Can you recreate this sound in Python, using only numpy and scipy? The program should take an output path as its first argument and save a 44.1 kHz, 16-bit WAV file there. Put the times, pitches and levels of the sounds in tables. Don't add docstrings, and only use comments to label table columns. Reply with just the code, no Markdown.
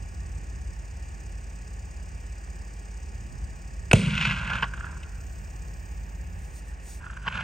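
import sys
import numpy as np
from scipy.fft import rfft, irfft, next_fast_len
from scipy.io import wavfile
from scipy.ndimage import map_coordinates

SR = 44100
rng = np.random.default_rng(int(sys.argv[2]) if len(sys.argv) > 2 else 0)


def materialize(psi):
    bounded = np.clip(np.atleast_2d(psi).T, -1, 1)
    quanta = np.round(bounded * 32767).astype(np.int16)
    wavfile.write(sys.argv[1], SR, quanta)


N = 327663

# (time [s], peak level [dB])
BLAST_FRONTS = [(3.9320, 0.5), (3.9332, -4.5), (3.9354, -12), (3.9372, -21.5), (3.9575, -21.5)]
# (frequency [Hz], relative level [dB])
BRIGHT_TONE = [(1600, -22), (2000, -0.5), (2400, 4.5), (2700, 6), (3100, -1), (3700, -9), (4500, -14),
               (6000, -21), (6800, -19.5), (9500, -35), (15000, -67)]
# (frequency [Hz], likeness [0-1])
SHOT_ALIKE = [(130, 1), (300, 0.94), (640, 0.85), (1400, 0.98), (2800, 1), (7000, 0.98), (13000, .98)]
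QUIET_ALIKE = [(40, 0.92), (90, 0.88), (200, 0.76), (500, 0.89), (1200, 1), (2200, .93), (4000, 0.88),
               (6000, 1), (13000, 0.88)]


def amp(db):
    return 10 ** (np.asarray(db) / 20)


def unit(x):
    return x / np.sqrt(np.mean(x ** 2) + 1e-20)


def clock():
    return np.arange(N) / SR


def since(start):
    return np.maximum(clock() - start, 0)


def along(points, hz):
    freqs, values = np.transpose(points)
    return np.interp(np.log(hz + 1), np.log(freqs + 1), values)


def wobble(rate):
    return map_coordinates(rng.standard_normal(int(N * rate / SR) + 4), [clock() * rate])


def fading(start, rise, t60):
    age = since(start)
    return (1 - np.exp(-age / rise)) * np.exp(-np.log(1000) * age / t60)


def bursts(rows):
    return sum(amp(db) * fading(s, rise=0.00089, t60=t60) for s, db, t60 in rows)


def bell(middle, width):
    return np.exp(-((clock() - middle) / width) ** 2 / 2)


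def filtered(x, response):
    size = 2 * next_fast_len(N // 2 + SR // 4)
    return irfft(rfft(x, size) * response(np.fft.rfftfreq(size, 1 / SR)), size)[..., :N]


def causal(gain):
    cepstrum = irfft(np.log(np.maximum(gain, 1e-6)))
    half = len(cepstrum) // 2
    return np.exp(rfft(np.r_[cepstrum[0], 2 * cepstrum[1:half], np.zeros(half)]))


def noise(tone, alike, grain_db=0, grain_rate=300):
    pair = rng.standard_normal((2, N)) * amp(grain_db * wobble(grain_rate))
    closed_tone = [(tone[0][0] / 2, -120), *tone, (tone[-1][0] * 2, -120)]

    def response(hz):
        spread = np.arccos(np.clip(along(alike, hz), -1, 1)) / 2
        return amp(along(closed_tone, hz)) * [np.cos(spread), np.sin(spread)]
    mid, side = filtered(pair, response)
    return unit(np.array([mid + side, mid - side]))


def shocks(fronts, response):
    click = np.eye(1, N)[0]
    ring = filtered(click, response)[:SR // 10]
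    out = np.zeros(N)
    for s, db in fronts:
        out[round(s * SR):][:len(ring)] += amp(db) * ring / np.abs(ring).max()
    return out


def motor(turns_per_s=16.98, hum_db=-38, whirr_db=-54, hiss_db=-58, ease_db_per_s=4.6):
    # (multiple of the motor's speed, relative level [dB])
    hum_notes = [(2, -23), (3, 0), (4, -4.5), (5, -20), (5.3, -16), (10, -19), (11, -25), (13, -27)]
    # (frequency [Hz], relative level [dB])
    whirr_tone = [(250, 0), (380, 0), (520, -3.5), (700, -4.5), (810, -2), (1000, -10.5), (1150, -9.5),
                  (1330, -15.5), (1620, -7), (1830, -2.5), (2100, -10.5), (2400, -4.5), (2850, -9.5),
                  (3200, -19.5), (4200, -25)]
    hiss_tone = [(3500, -17.5), (4100, -12.5), (4800, 0), (6000, -2), (6700, 4), (7200, -1.5), (7700, 0),
                 (8000, 4), (8500, -7), (10000, -14.5), (13000, -27), (14800, -13.5), (16000, -17.5)]
    turns = turns_per_s * clock() + 0.0075 * wobble(1.1)
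    hum = unit(sum(amp(db + 0.29 * wobble(1.3)) * np.sin(2 * np.pi * (multiple * turns + rng.random()))
                   for multiple, db in hum_notes))
    pulse = lambda phase, width=0.069: np.exp(-(np.sin(np.pi * phase) / (np.pi * width)) ** 2 / 2)
    pulsing = unit(1 + 1.46 * pulse(turns + .5) + 0.85 * pulse(turns) ** 2)
    hiss_level = amp(hiss_db - ease_db_per_s * since(5.7))
    hiss = hiss_level * pulsing * noise(hiss_tone, QUIET_ALIKE)
    whirr = amp(whirr_db) * (1 + 0.065 * pulse(2 * turns)) * noise(whirr_tone, QUIET_ALIKE)
    return amp(hum_db) * hum + whirr + hiss


def wind(boost_db=9.5, low_cut_hz=38):
    # (time [s], level before the boost [dB])
    breeze = [
        [(0.0, -47), (1.83, -52), (2.95, -52), (3.35, -47), (3.8, -49)],
        [(5.4, -49), (5.59, -51), (6.3, -49.5), (6.78, -51.5), (7.0, -59)],
    ]
    # (frequency [Hz], relative level [dB])
    rumble_tone = [(18, -42), (30, -7), (45, 0), (62, 4), (85, -3.5), (130, -9.5), (180, -14.5), (240, -24),
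                   (350, -35.5)]
    times, levels_db = np.vstack(breeze).T
    level = amp(np.interp(clock(), times, levels_db) + boost_db + 1.2 * wobble(7))
    rumble = level * noise(rumble_tone, QUIET_ALIKE)
    return filtered(rumble, lambda hz: hz ** 6 / (hz ** 6 + low_cut_hz ** 6))


def crack(high_cut_hz=7000):
    # (time [s], peak level [dB])
    fronts = [(3.9136, -7), (3.9140, -8.5), (3.9167, -9.5)]
    # (frequency [Hz], width [Hz], relative level [dB])
    rings = [(402, 530, -12.5), (1450, 92, 3), (2530, 330, -2), (5270, 290, -25), (8300, 900, -17)]

    def housing(hz):
        ringing = sum((-1) ** k * amp(db) * 1j * hz * width / (centre ** 2 - hz ** 2 + 1j * hz * width)
                      for k, (centre, width, db) in enumerate(rings))
        return ringing * causal(1 / (1 + (hz / high_cut_hz) ** 4))
    return shocks(fronts, housing)


def brush():
    # (frequency [Hz], relative level [dB])
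    tone = [(150, -30), (250, -8), (315, -17), (400, 0), (600, -6), (780, -18), (988, -17), (1530, -13),
            (1700, -23), (2810, -13), (5930, -23.5), (8260, -18.5), (10000, -27.5), (10700, -79),
            (11900, -44), (14700, -47), (16000, -62)]
    from_crack = amp(-24.5) * fading(3.914, rise=0.001, t60=0.031)
    from_blast = amp(-30) * fading(3.936, rise=0.0071, t60=0.55)
    return (from_crack + from_blast) * noise(tone, SHOT_ALIKE, grain_db=3)


def blast():
    # (frequency [Hz], relative level [dB])
    tone = [(100, -16), (320, -18.5), (410, 7), (570, 8), (760, -14.5), (1020, 0.5), (1500, 0),
            (1850, -17.5), (2650, 5), (3700, -15.5), (5600, -19.5), (6700, -9.5), (9500, -14.5),
            (16000, -44.5)]
    bang = shocks(BLAST_FRONTS, lambda hz: causal(amp(along(tone, hz))))
    gas = amp(-5) * fading(3.9318, rise=0.00082, t60=0.018) * noise(tone, SHOT_ALIKE)
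    return bang + gas


def boom(split_hz=182, dulling_db_per_s=14.5):
    # (frequency [Hz], relative level [dB])
    tone = [(45, -32), (70, -12), (100, -3), (150, 0.5), (205, -1.5), (240, -14.5), (285, -27.5),
            (340, -35), (480, -54)]
    # (time [s], level [dB])
    slopes = [(4.086, -24), (4.282, -25.5), (4.555, -30.5), (4.636, -30.5)]
    fired = BLAST_FRONTS[0][0]
    level = amp(-24) * fading(fired, rise=0.0066, t60=2.35)
    returns = sum(amp(db) * bell(s, width=0.011) for s, db in slopes)
    roll = noise(tone, SHOT_ALIKE)
    deep = filtered(roll, lambda hz: 1 / (1 + (hz / split_hz) ** 8))
    upper_gain = amp(3.5 - dulling_db_per_s * since(fired))
    return np.hypot(level, returns) * (deep + upper_gain * (roll - deep))


def bark(start=3.9325, rise=0.00045):
    # (frequency [Hz], level [dB], time to fade 60 dB [s])
    notes = [(383, -25, 0.11), (445, -11.5, 0.045), (644, -13.5, 0.051)]
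    age = since(start)
    return sum(amp(db) * np.sin(2 * np.pi * hz * age) * fading(start, rise, t60) for hz, db, t60 in notes)


def thump(start=3.9386, high_hz=190, low_hz=42, glide_s=0.012, rise=0.0051, t60=0.058, db=7.5):
    age = since(start)
    hz = low_hz + (high_hz - low_hz) * np.exp(-age / glide_s)
    cycles = np.cumsum(hz * (age > 0)) / SR
    return -amp(db) * np.sin(2 * np.pi * cycles) * fading(start - rise, rise, t60)


def echoes(bright_db=14, dulling_db_per_s=30):
    # (time [s], level then [dB], time to swell 60 dB [s], time to fade 60 dB [s])
    groves = [(4.03, -51.5, -2.8, 0.76), (4.27, -33, 1, 1.19), (4.555, -31, 0.69, 0.49),
              (4.85, -44.5, 0.9, 1.17)]
    # (time [s], level [dB])
    trees = [(4.178, -25.5), (4.212, -24.5), (4.225, -25), (4.2517, -22), (4.273, -30), (4.309, -24),
             (4.501, -23.5), (4.532, -20.5), (4.554, -24), (4.7362, -28.5), (4.7762, -32), (4.808, -32.5),
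             (4.8435, -31), (4.867, -33), (4.928, -35.5)]
    # (frequency [Hz], relative level [dB])
    dull_tone = [(300, -45), (550, -11.5), (760, -15.5), (950, -2.5), (1120, -3), (1270, -8.5), (1420, 5.5),
                 (1640, 1.5), (1850, -17.5), (2600, -17), (3500, -30)]
    t = clock()
    delay = since(BLAST_FRONTS[0][0])
    brightness = amp(bright_db - dulling_db_per_s * delay)
    dull = noise(dull_tone, SHOT_ALIKE, grain_db=2, grain_rate=110)
    bright = noise(BRIGHT_TONE, SHOT_ALIKE, grain_db=3, grain_rate=460)
    grove_power = sum(amp(db - 60 * np.maximum((s - t) / rise, (t - s) / t60)) ** 2
                      for s, db, rise, t60 in groves)
    scattered = (delay > 0) * np.sqrt(grove_power) * (dull + brightness * bright)
    tree_level = bursts([(s, db, 0.028) for s, db in trees])
    tree_noise = noise(dull_tone, SHOT_ALIKE) + brightness * noise(BRIGHT_TONE, SHOT_ALIKE)
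    return scattered + tree_level * tree_noise


def strike():
    # (time [s], level [dB], time to fade 60 dB [s])
    knocks = [(4.625, -15.5, 0.033), (4.630, -19, 0.033), (4.640, -21.5, 0.037)]
    # (frequency [Hz], relative level [dB])
    tone = [(180, -55), (300, -32), (500, -11.5), (703, -10.5), (863, -2), (1140, 6), (1260, -21),
            (1440, -0.5), (2270, -16), (2520, -9.5), (3050, -6.5), (3580, -24.5), (5020, -28), (7570, -42),
            (8260, -45), (10000, -57), (13000, -86), (22000, -120)]
    return bursts(knocks) * noise(tone, SHOT_ALIKE)


def tick(start=5.031, db=-38, t60=0.033):
    return bursts([(start, db, t60)]) * noise(BRIGHT_TONE, SHOT_ALIKE)


def fizz(start=5.08, rise=0.07, stop=6.35, t60=1.6, db=-73, flicker_db=1.5):
    # (frequency [Hz], relative level [dB])
    tone = [(12000, -20), (13500, -2), (15000, -6.5), (16000, -4)]
    fade_in = 1 - np.exp(-since(start) / rise)
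    fade_out = np.exp(-np.log(1000) * since(stop) / t60)
    return amp(db - flicker_db * wobble(9)) * fade_in * fade_out * noise(tone, QUIET_ALIKE)


def sleeve():
    # (middle time [s], level [dB], half-length [s])
    strokes = [(6.453, -61, 0.061), (6.573, -53, 0.025), (6.688, -59.5, 0.029), (6.91, -50, 0.051)]
    # (frequency [Hz], relative level [dB])
    tone = [(1760, -40), (3000, -12), (4110, -5), (8050, 4.5), (9730, -2.5), (10400, -8), (10800, -51),
            (12900, -7), (16000, -12)]
    level = sum(amp(db) * bell(s, width) for s, db, width in strokes)
    return level * noise(tone, QUIET_ALIKE, grain_db=-0.5)


def microphone(x, table):
    def response(hz):
        centres, leans_db, leads = np.transpose(table)
        lean_db = along(np.c_[centres, leans_db], hz)
        lead = along(np.c_[centres, np.clip(leads, -2.6, 2.6)], hz)
        side = np.array([[.5], [-.5]])
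        pair = amp(side * lean_db) * np.exp(1j * side * lead)
        return pair / pair.mean(axis=0)
    return filtered(x, response)


def scene():
    # (frequency [Hz], left minus right [dB], left's lead [radians])
    rifle_paths = [(220, -.5, 0), (400, -5, .4), (620, 1.5, 0.82), (810, -5, 0.3), (1060, 2, 0),
                   (1300, -9, -0.99), (1580, -2, -.4), (1800, -5, -2.3), (2150, 0.5, .3), (3200, 1.5, 0.76),
                   (5000, 0.5, 0.23), (7100, 6, 0.68), (7900, 0, -1.6), (9000, -2.5, 0.19),
                   (10500, 0.5, -1.5), (13000, -2.5, -.2)]
    close_paths = [(180, -1, 0), (380, -1, 0.57), (780, 6.5, 1.2), (1280, -0.5, 2.5), (1800, -14.5, 1.8),
                   (2100, -0.5, -0.4), (2800, 1.2, 0.76), (4200, -1, -0.3), (7000, 5, 1.06),
                   (7720, 3, -1.97), (9070, -3, 1), (10500, 4, -2), (13000, 0, 0.15)]
    rifle = crack() + blast() + bark() + thump() + brush() + boom() + echoes() + tick() + strike()
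    close = motor() + sleeve() + fizz()
    return microphone(rifle, rifle_paths) + microphone(close, close_paths) + wind()


def record(dry, ceiling=0.9, turn_s=7.005, crossfade_s=0.012, mirror_s=11.9124, top_hz=15800):
    left, right = dry / (1 + np.abs(dry / ceiling) ** 4) ** (1 / 4)
    dip = lambda hz, centre_hz, width_hz, db: db * np.exp(-((hz - centre_hz) / width_hz) ** 2)
    notches = lambda hz: causal(amp(dip(hz, 7496, 140, -27.5) + dip(hz, 11230, 775, -40.5)))
    mid = filtered((left + right) / 2, notches)
    side = (left - right) / 2
    heard = np.array([mid + side, mid - side])
    mirrored = np.minimum(round(mirror_s * SR) - np.arange(N), N - 1)
    backwards = amp(-3.5) * heard[:, mirrored]
    turned = np.clip((clock() - turn_s) / crossfade_s + .5, 0, 1)
    return filtered((1 - turned) * heard + turned * backwards, lambda hz: hz < top_hz)


dry = scene()
out = record(dry)
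materialize(out)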